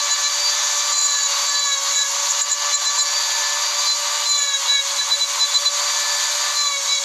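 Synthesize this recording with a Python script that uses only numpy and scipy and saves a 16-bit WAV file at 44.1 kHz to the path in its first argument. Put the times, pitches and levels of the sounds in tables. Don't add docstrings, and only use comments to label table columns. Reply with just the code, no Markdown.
import sys
import numpy as np
from scipy import signal
from scipy.fft import rfft, irfft, next_fast_len
from scipy.io import wavfile
from scipy.ndimage import uniform_filter1d, minimum_filter1d

SR = 44100
rng = np.random.default_rng(int(sys.argv[2]) if len(sys.argv) > 2 else 0)


def master(y):
    cut = np.clip(np.atleast_2d(y).T, -1, 1)
    pcm = np.round(cut * 32767)
    wavfile.write(sys.argv[1], SR, pcm.astype(np.int16))


N = 310464

# (start [s], end [s], final load [Hz], squeal [dB], low screech [dB], high screech [dB],
#  growl [dB], chatter [dB], slab thud [dB])
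STROKES = [(-.03, 0.019, 12.2, -23.5, -50, -45, -36, -39, -58),
           (0.093, 0.154, 17.6, -26, -27, -37, -37, -43, -68),
           (.223, 0.289, 15.3, -24.5, -31, -48, -35, -32, -87),
           (0.916, 1.275, 42, -25.5, -25.5, -34, -37, -66, -72.5),
           (1.454, 1.536, 13, -32, -41, -35.5, -37, -47, -75),
           (1.55, 1.784, 77.7, -21.5, -36, -35, -39.5, -43, -72),
           (1.927, 2.075, 57, -24, -31, -31.5, -34.5, -36, -69),
           (2.279, 2.33, 3.3, -48, -38, -32, -36, -46, -67),
           (2.393, 2.447, 9.46, -33, -20.5, -25.5, -34, -50, -68),
           (2.497, 2.553, 15.46, -27, -24, -28, -34, -47, -58),
           (2.721, 2.777, 38, -21, -28, -30, -34, -36, -67),
           (2.843, 2.908, 22.9, -24, -35, -30.5, -35, -43, -69),
           (2.973, 3.034, 45.7, -21, -26, -28, -41, -55, -67),
           (3.862, 3.953, 32.2, -20, -27, -50, -57, -55, -77),
           (4.263, 4.571, 71.7, -20, -24.5, -44, -41, -40.5, -80),
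           (4.687, 4.81, 75.6, -14.5, -31, -42, -32.5, -33.5, -85),
           (4.979, 5.049, 32, -23.5, -34, -49, -35, -59, -77),
           (5.106, 5.163, 32.3, -17, -52, -40, -34, -53, -80),
           (5.202, 5.258, 67, -16, -47, -44, -50, -44, -83),
           (5.395, 5.461, 33, -18.5, -29, -39, -37.5, -52, -73),
           (5.537, 5.585, 26, -17, -19.5, -44, -40, -41, -75),
           (5.653, 5.693, 32.4, -15.5, -26.5, -44, -34, -35, -79),
           (6.566, 6.78, 86, -20.5, -28, -49, -47, -37, -91),
           (6.885, 6.995, 56, -22, -50, -40, -54, -29.5, -88)]
# (multiple of the speed, relative level [dB])
SQUEAL_PARTIALS = [(5, -42), (6, -17), (7, 1), (14, -29), (18, -47)]
CHIRP_PARTIALS = [(9, -18), (10, -44), (11, -21.5), (16, -28.5), (17, -39)]
LOW_SCREECH_PARTIALS = [(10, -22), (11, -17), (12, 2.5), (13, -8), (14, -33), (18, -26), (23, -34),
                        (25, -35)]
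HIGH_SCREECH_PARTIALS = [(12, 8), (13, 5), (14, -15.5), (18, -18), (25, -34), (26, -30), (27, -40)]
GROWL_PARTIALS = [(3, -4), (6, -23)]
CHATTER_PARTIALS = [(4, -6), (5, -22.5), (6, -13), (9, -14)]
# (time [s], relative level [dB])
SECOND_LEVEL = [(0.0, -33.5), (0.3, -35.5), (0.42, -45), (0.81, -32), (1.44, -35), (1.53, -31.5),
                (2.01, -36.5), (3.05, -31.5), (3.17, -61), (3.59, -37), (4.31, -34), (5.0, -42.5),
                (5.81, -34.5), (6.11, -54), (6.67, -26.5), (6.82, -44), (6.91, -34), (7.03, -52)]
THIRD_LEVEL = [(0.0, -33.5), (0.48, -41.5), (0.54, -33.5), (1.47, -48), (1.53, -27.5), (1.71, -54),
               (2.07, -40), (2.13, -47), (2.75, -37), (2.78, -41.5), (3.53, -30.5), (3.68, -42.5),
               (5.69, -45), (6.08, -29), (6.35, -42), (6.5, -30.5), (6.76, -43), (7.03, -50)]
EIGHTH_LEVEL = [(0, -33), (.27, -33), (.35, -29), (.49, -19.5), (.56, -35), (.88, -30.5), (1.3, -29.5),
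                (1.5, -25.5), (2.05, -37), (3.03, -32.5), (3.17, -25.5), (3.52, -34.5), (3.78, -25),
                (4.05, -33.5), (5.1, -42), (6.12, -25.5), (6.27, -33), (7.04, -35)]
# (multiple of the speed, relative level [dB])
MOTOR_OVERTONES = [(5, -43.5), (6, -38), (7, -44), (9, -55), (10, -38), (11, -43.5), (12, -67), (13, -81),
                   (16, -75), (18, -64), (19, -61.5), (20, -67)]
# (frequency [Hz], relative density [dB])
VENT_BAND = [(250, -102), (320, -89.5), (480, -80.5), (620, -76.5), (730, -70), (820, -71), (910, -60),
             (1100, -61), (1220, -63.5), (1370, -71.5), (1520, -66), (1800, -74), (2600, -70.5)]
HOUSING_BAND = [(1200, -69.5), (1700, -72), (2050, -66), (2350, -73), (2700, -71), (2900, -68.5),
                (3400, -65), (4000, -59.5), (4700, -62), (5000, -63), (5300, -81), (6000, -116)]
HISS_BAND = [(4900, -73), (5300, -66), (5600, -60.5), (5850, -61.5), (6150, -57.5), (6700, -56),
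             (7250, -59.5), (7500, -65), (7850, -75.5), (8400, -99.5), (9500, -100)]
FIZZ_BAND = [(7000, -63), (8300, -81), (9500, -79.5), (10400, -83), (11000, -78.5), (12000, -79),
             (13050, -86), (13500, -98), (14000, -105), (15500, -112)]
SIZZLE_BAND = [(7400, -76), (8000, -71), (8700, -74.5), (9300, -79), (10000, -101)]
# (free-running gain [dB], dip on contact [dB], dip
# per load [dB/Hz], dip under a loud squeal [dB])
AIR_MIX = [(2, 2.5, 0.0566, 3.0), (1.75, 2.04, 0.05, 3), (0.5, -.8, 0.0552, 1.5), (2, 2.0, 0.0247, 1.5),
           (-.3, 1.5, .005, 2)]
# (time [s], rush [dB], hiss [dB], fizz [dB])
NEARNESS = [(0, 0.9, -0.5, -1), (.7, 0.1, 1.8, 0), (1.25, 1.3, 0, 0.7), (2.15, -0.4, 1.2, 1.2),
            (2.8, 1.1, 0, -1.5), (3.25, 0.7, 0.1, 0.7), (4.2, 0.2, -1, 0.5), (4.8, 0.1, -1.8, 0),
            (5.6, 0.8, -1.7, 0.5), (6.05, 0.9, 0, 1.5), (6.45, .9, -1, 0.5), (6.75, -0.1, 0.8, 0.5),
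            (7.04, -.8, -1.1, -2)]
# (time [s], gain [dB])
SIZZLE_GAIN = [(0, -4), (3.8, -13), (4.05, 0), (5.5, 0), (7.04, 1)]
# (frequency [Hz], relative density [dB])
THUD_BAND = [(30, -18), (70, 2), (110, 1.5), (220, 1), (320, 8), (500, -9)]
# (frequency [Hz], density [dB])
RUMBLE_BAND = [(20, -106), (50, -108), (100, -106), (200, -102), (300, -103), (600, -110)]

FREE_HZ, START_SAG_HZ, SPIN_LAG_S = 583.8, 7.4, .29
SQUEAL_PER_LOAD, SCREECH_PER_LOAD, CHATTER_PER_LOAD, FALTER_PER_LOAD = -.1, -.049, .16, .09
HUM_PER_LOAD, EIGHTH_PER_LOAD = .085, -.01


def cutting(angle, load, squeal, low, high, growl, chatter):
    whistle = fitful(2.2, rate=20) * shank(angle, SQUEAL_PARTIALS, skid=.02, grit_db=1.2, flutter=.09)
    chirps = sum(from_db(db) * fitful(11, rate=14) * partial(angle, k, flutter=.3, flutter_rate=40)
                 for k, db in CHIRP_PARTIALS)
    catching = fitful(3.97, rate=29) * from_db(-1 + SCREECH_PER_LOAD * load)
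    falter_db = FALTER_PER_LOAD * load * np.tanh(drift(16))
    out = from_db(.8 + SQUEAL_PER_LOAD * load + falter_db) * squeal * (whistle + chirps)
    out += low * catching * shank(angle, LOW_SCREECH_PARTIALS, skid=.045, grit_db=5, flutter=.4)
    out += high * catching * shank(angle, HIGH_SCREECH_PARTIALS, skid=.04, grit_db=5, flutter=.4)
    digging = from_db(CHATTER_PER_LOAD * load)
    out += growl * digging * shank(angle, GROWL_PARTIALS, skid=.02, grit_db=2, flutter=.46)
    return out + chatter * digging * shank(angle, CHATTER_PARTIALS, skid=.019, grit_db=2, flutter=.78)


def shank(angle, partials, skid, grit_db, flutter):
    struck = angle + skid * drift(70)
    tones = sum(from_db(db) * partial(struck, k, flutter, flutter_rate=22) for k, db in partials)
    return tones * fitful(grit_db, rate=73)


def contact(bite_s, lift_s, arch, first_touch=.15, dab_s=.074):
    t = np.arange(N) / SR
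    touch, load, ringing = np.zeros(N), np.zeros(N), np.zeros((6, N))
    for start, end, final_load, *levels_db in STROKES:
        near = (t > start - bite_s) & (t < end + lift_s)
        inside = np.clip(np.minimum((t[near] - start) / bite_s, (end - t[near]) / lift_s), -1, 1)
        grip = (1 + np.sin(np.pi / 2 * inside)) / 2
        progress = np.clip((t[near] - start) / (end - start), 0, 1)
        touch[near] += grip
        load[near] += grip * final_load * (first_touch + (1 - first_touch) * progress)
        swell = 1 - arch * min(1, dab_s / (end - start)) * np.cos(2 * np.pi * progress)
        ringing[:, near] += from_db(levels_db)[:, None] * grip * swell
    return touch, load, ringing


def rotation(load, wobble_hz, wobble_rate):
    run_up = START_SAG_HZ * np.exp(-np.arange(N) / SR / SPIN_LAG_S)
    sag = settle(load, SPIN_LAG_S) + run_up
    speed_hz = FREE_HZ - sag + wobble_hz * drift(wobble_rate)
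    return 2 * np.pi * np.cumsum(speed_hz) / SR


def motor(angle, touch, load):
    second, third, eighth = in_time(SECOND_LEVEL) + in_time(THIRD_LEVEL) + in_time(EIGHTH_LEVEL)
    hum = -41 - 8 * touch + HUM_PER_LOAD * load
    levels_db = {1: hum, 2: second, 3: third, 4: -41, 8: eighth + EIGHTH_PER_LOAD * load}
    strong = sum(from_db(db) * fitful(2.5, rate=7) * partial(angle, k, flutter=.22, flutter_rate=20)
                 for k, db in levels_db.items())
    weak = sum(from_db(db) * fitful(4, rate=2) * partial(angle, k, flutter=.5, flutter_rate=18)
               for k, db in MOTOR_OVERTONES)
    return from_db(-.17) * strong + from_db(-.3 - 3.5 * touch) * weak


def air(angle, touch, load, squeal, throb=.065, loud_squeal_db=-18):
    bands = (VENT_BAND, HOUSING_BAND, HISS_BAND, FIZZ_BAND, SIZZLE_BAND)
    rush_db, hiss_db, fizz_db = in_time(NEARNESS)
    slow_db = (rush_db, rush_db, hiss_db, fizz_db, *in_time(SIZZLE_GAIN))
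    squealing = squeal * from_db(SQUEAL_PER_LOAD * load - loud_squeal_db)
    rush = 0
    for band, near_db, (free_db, touch_db, per_load, squeal_db) in zip(bands, slow_db, AIR_MIX):
        dip_db = air_dip(touch_db * touch + per_load * load + squeal_db * squealing)
        rush += noise(band) * from_db(free_db + near_db - dip_db) * fitful(1.55, rate=18.3)
    return rush * (1 + throb * np.cos(angle))


def air_dip(dip_db, lag_s=.011, recovery_db_per_s=98):
    ramp = recovery_db_per_s * np.arange(N) / SR
    return settle(np.maximum.accumulate(dip_db + ramp) - ramp, lag_s)


def bass_cut(x, low_cut_hz):
    return signal.sosfilt(signal.butter(6, low_cut_hz, "high", fs=SR, output="sos"), x)


def slab(thud):
    return from_db(3.5) * thud * rms_one(noise(THUD_BAND))


def workplace():
    return noise(RUMBLE_BAND)


def partial(angle, multiple, flutter, flutter_rate):
    phase = multiple * angle + rng.uniform(0, 2 * np.pi)
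    wave = (1 + flutter * drift(flutter_rate)) * np.cos(phase)
    wave += flutter * drift(flutter_rate) * np.sin(phase)
    return wave / np.sqrt(.5 + flutter ** 2)


def noise(band):
    size = next_fast_len(N)
    hz, level_db = np.transpose(band)
    octave, knots = np.log2(np.fft.rfftfreq(size, 1 / SR) + 1), np.log2(hz)
    outside = np.abs(octave - np.clip(octave, knots[0], knots[-1]))
    gain = from_db(np.interp(octave, knots, level_db) - 60 * outside)
    return irfft(rfft(rng.standard_normal(size)) * gain, size)[:N] * np.sqrt(SR / 2)


def fitful(swing_db, rate):
    return rms_one(from_db(swing_db * np.tanh(drift(rate))))


def drift(rate):
    pole = np.exp(-40 * np.pi * rate / SR)
    steps = rng.standard_normal(N // 20 + 2002)
    slow = signal.lfilter([1], [1, -2 * pole, pole * pole], steps)[2000:]
    return np.interp(np.arange(N) / 20, np.arange(len(slow)), rms_one(slow))


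def settle(x, lag_s):
    pole = np.exp(-1 / (lag_s * SR))
    return signal.lfilter([1 - pole], [1, -pole], x + 1e-18)


def in_time(rows):
    times, *columns = np.transpose(rows)
    return [np.interp(np.arange(N) / SR, times, column) for column in columns]


def from_db(db):
    return 10 ** (np.asarray(db) / 20)


def rms_one(x):
    return x / np.sqrt(np.mean(x ** 2) + 1e-20)


def limiter(x, ceiling, release_db_per_s):
    ramp = release_db_per_s * np.arange(N) / SR
    over_db = 20 * np.log10(np.maximum(np.abs(x[0]) / ceiling, 1))
    held_db = np.maximum.accumulate(over_db + ramp) - ramp
    return x * from_db(uniform_filter1d(minimum_filter1d(-held_db, size=89), size=89))


def scene():
    touch, load, (squeal, *harsher, thud) = contact(bite_s=.016, lift_s=.013, arch=.35)
    angle = rotation(load, wobble_hz=.6, wobble_rate=22)
    tool = motor(angle, touch, load) + air(angle, touch, load, squeal)
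    tool += cutting(angle, load, squeal, *harsher)
    return (bass_cut(tool, low_cut_hz=306) + slab(thud) + workplace())[None]


def record(dry, cutoff_hz=15700):
    limited = limiter(dry, ceiling=.44, release_db_per_s=60)
    return signal.sosfilt(signal.ellip(12, .1, 80, cutoff_hz, fs=SR, output="sos"), limited)


dry = scene()
out = record(dry)
master(out)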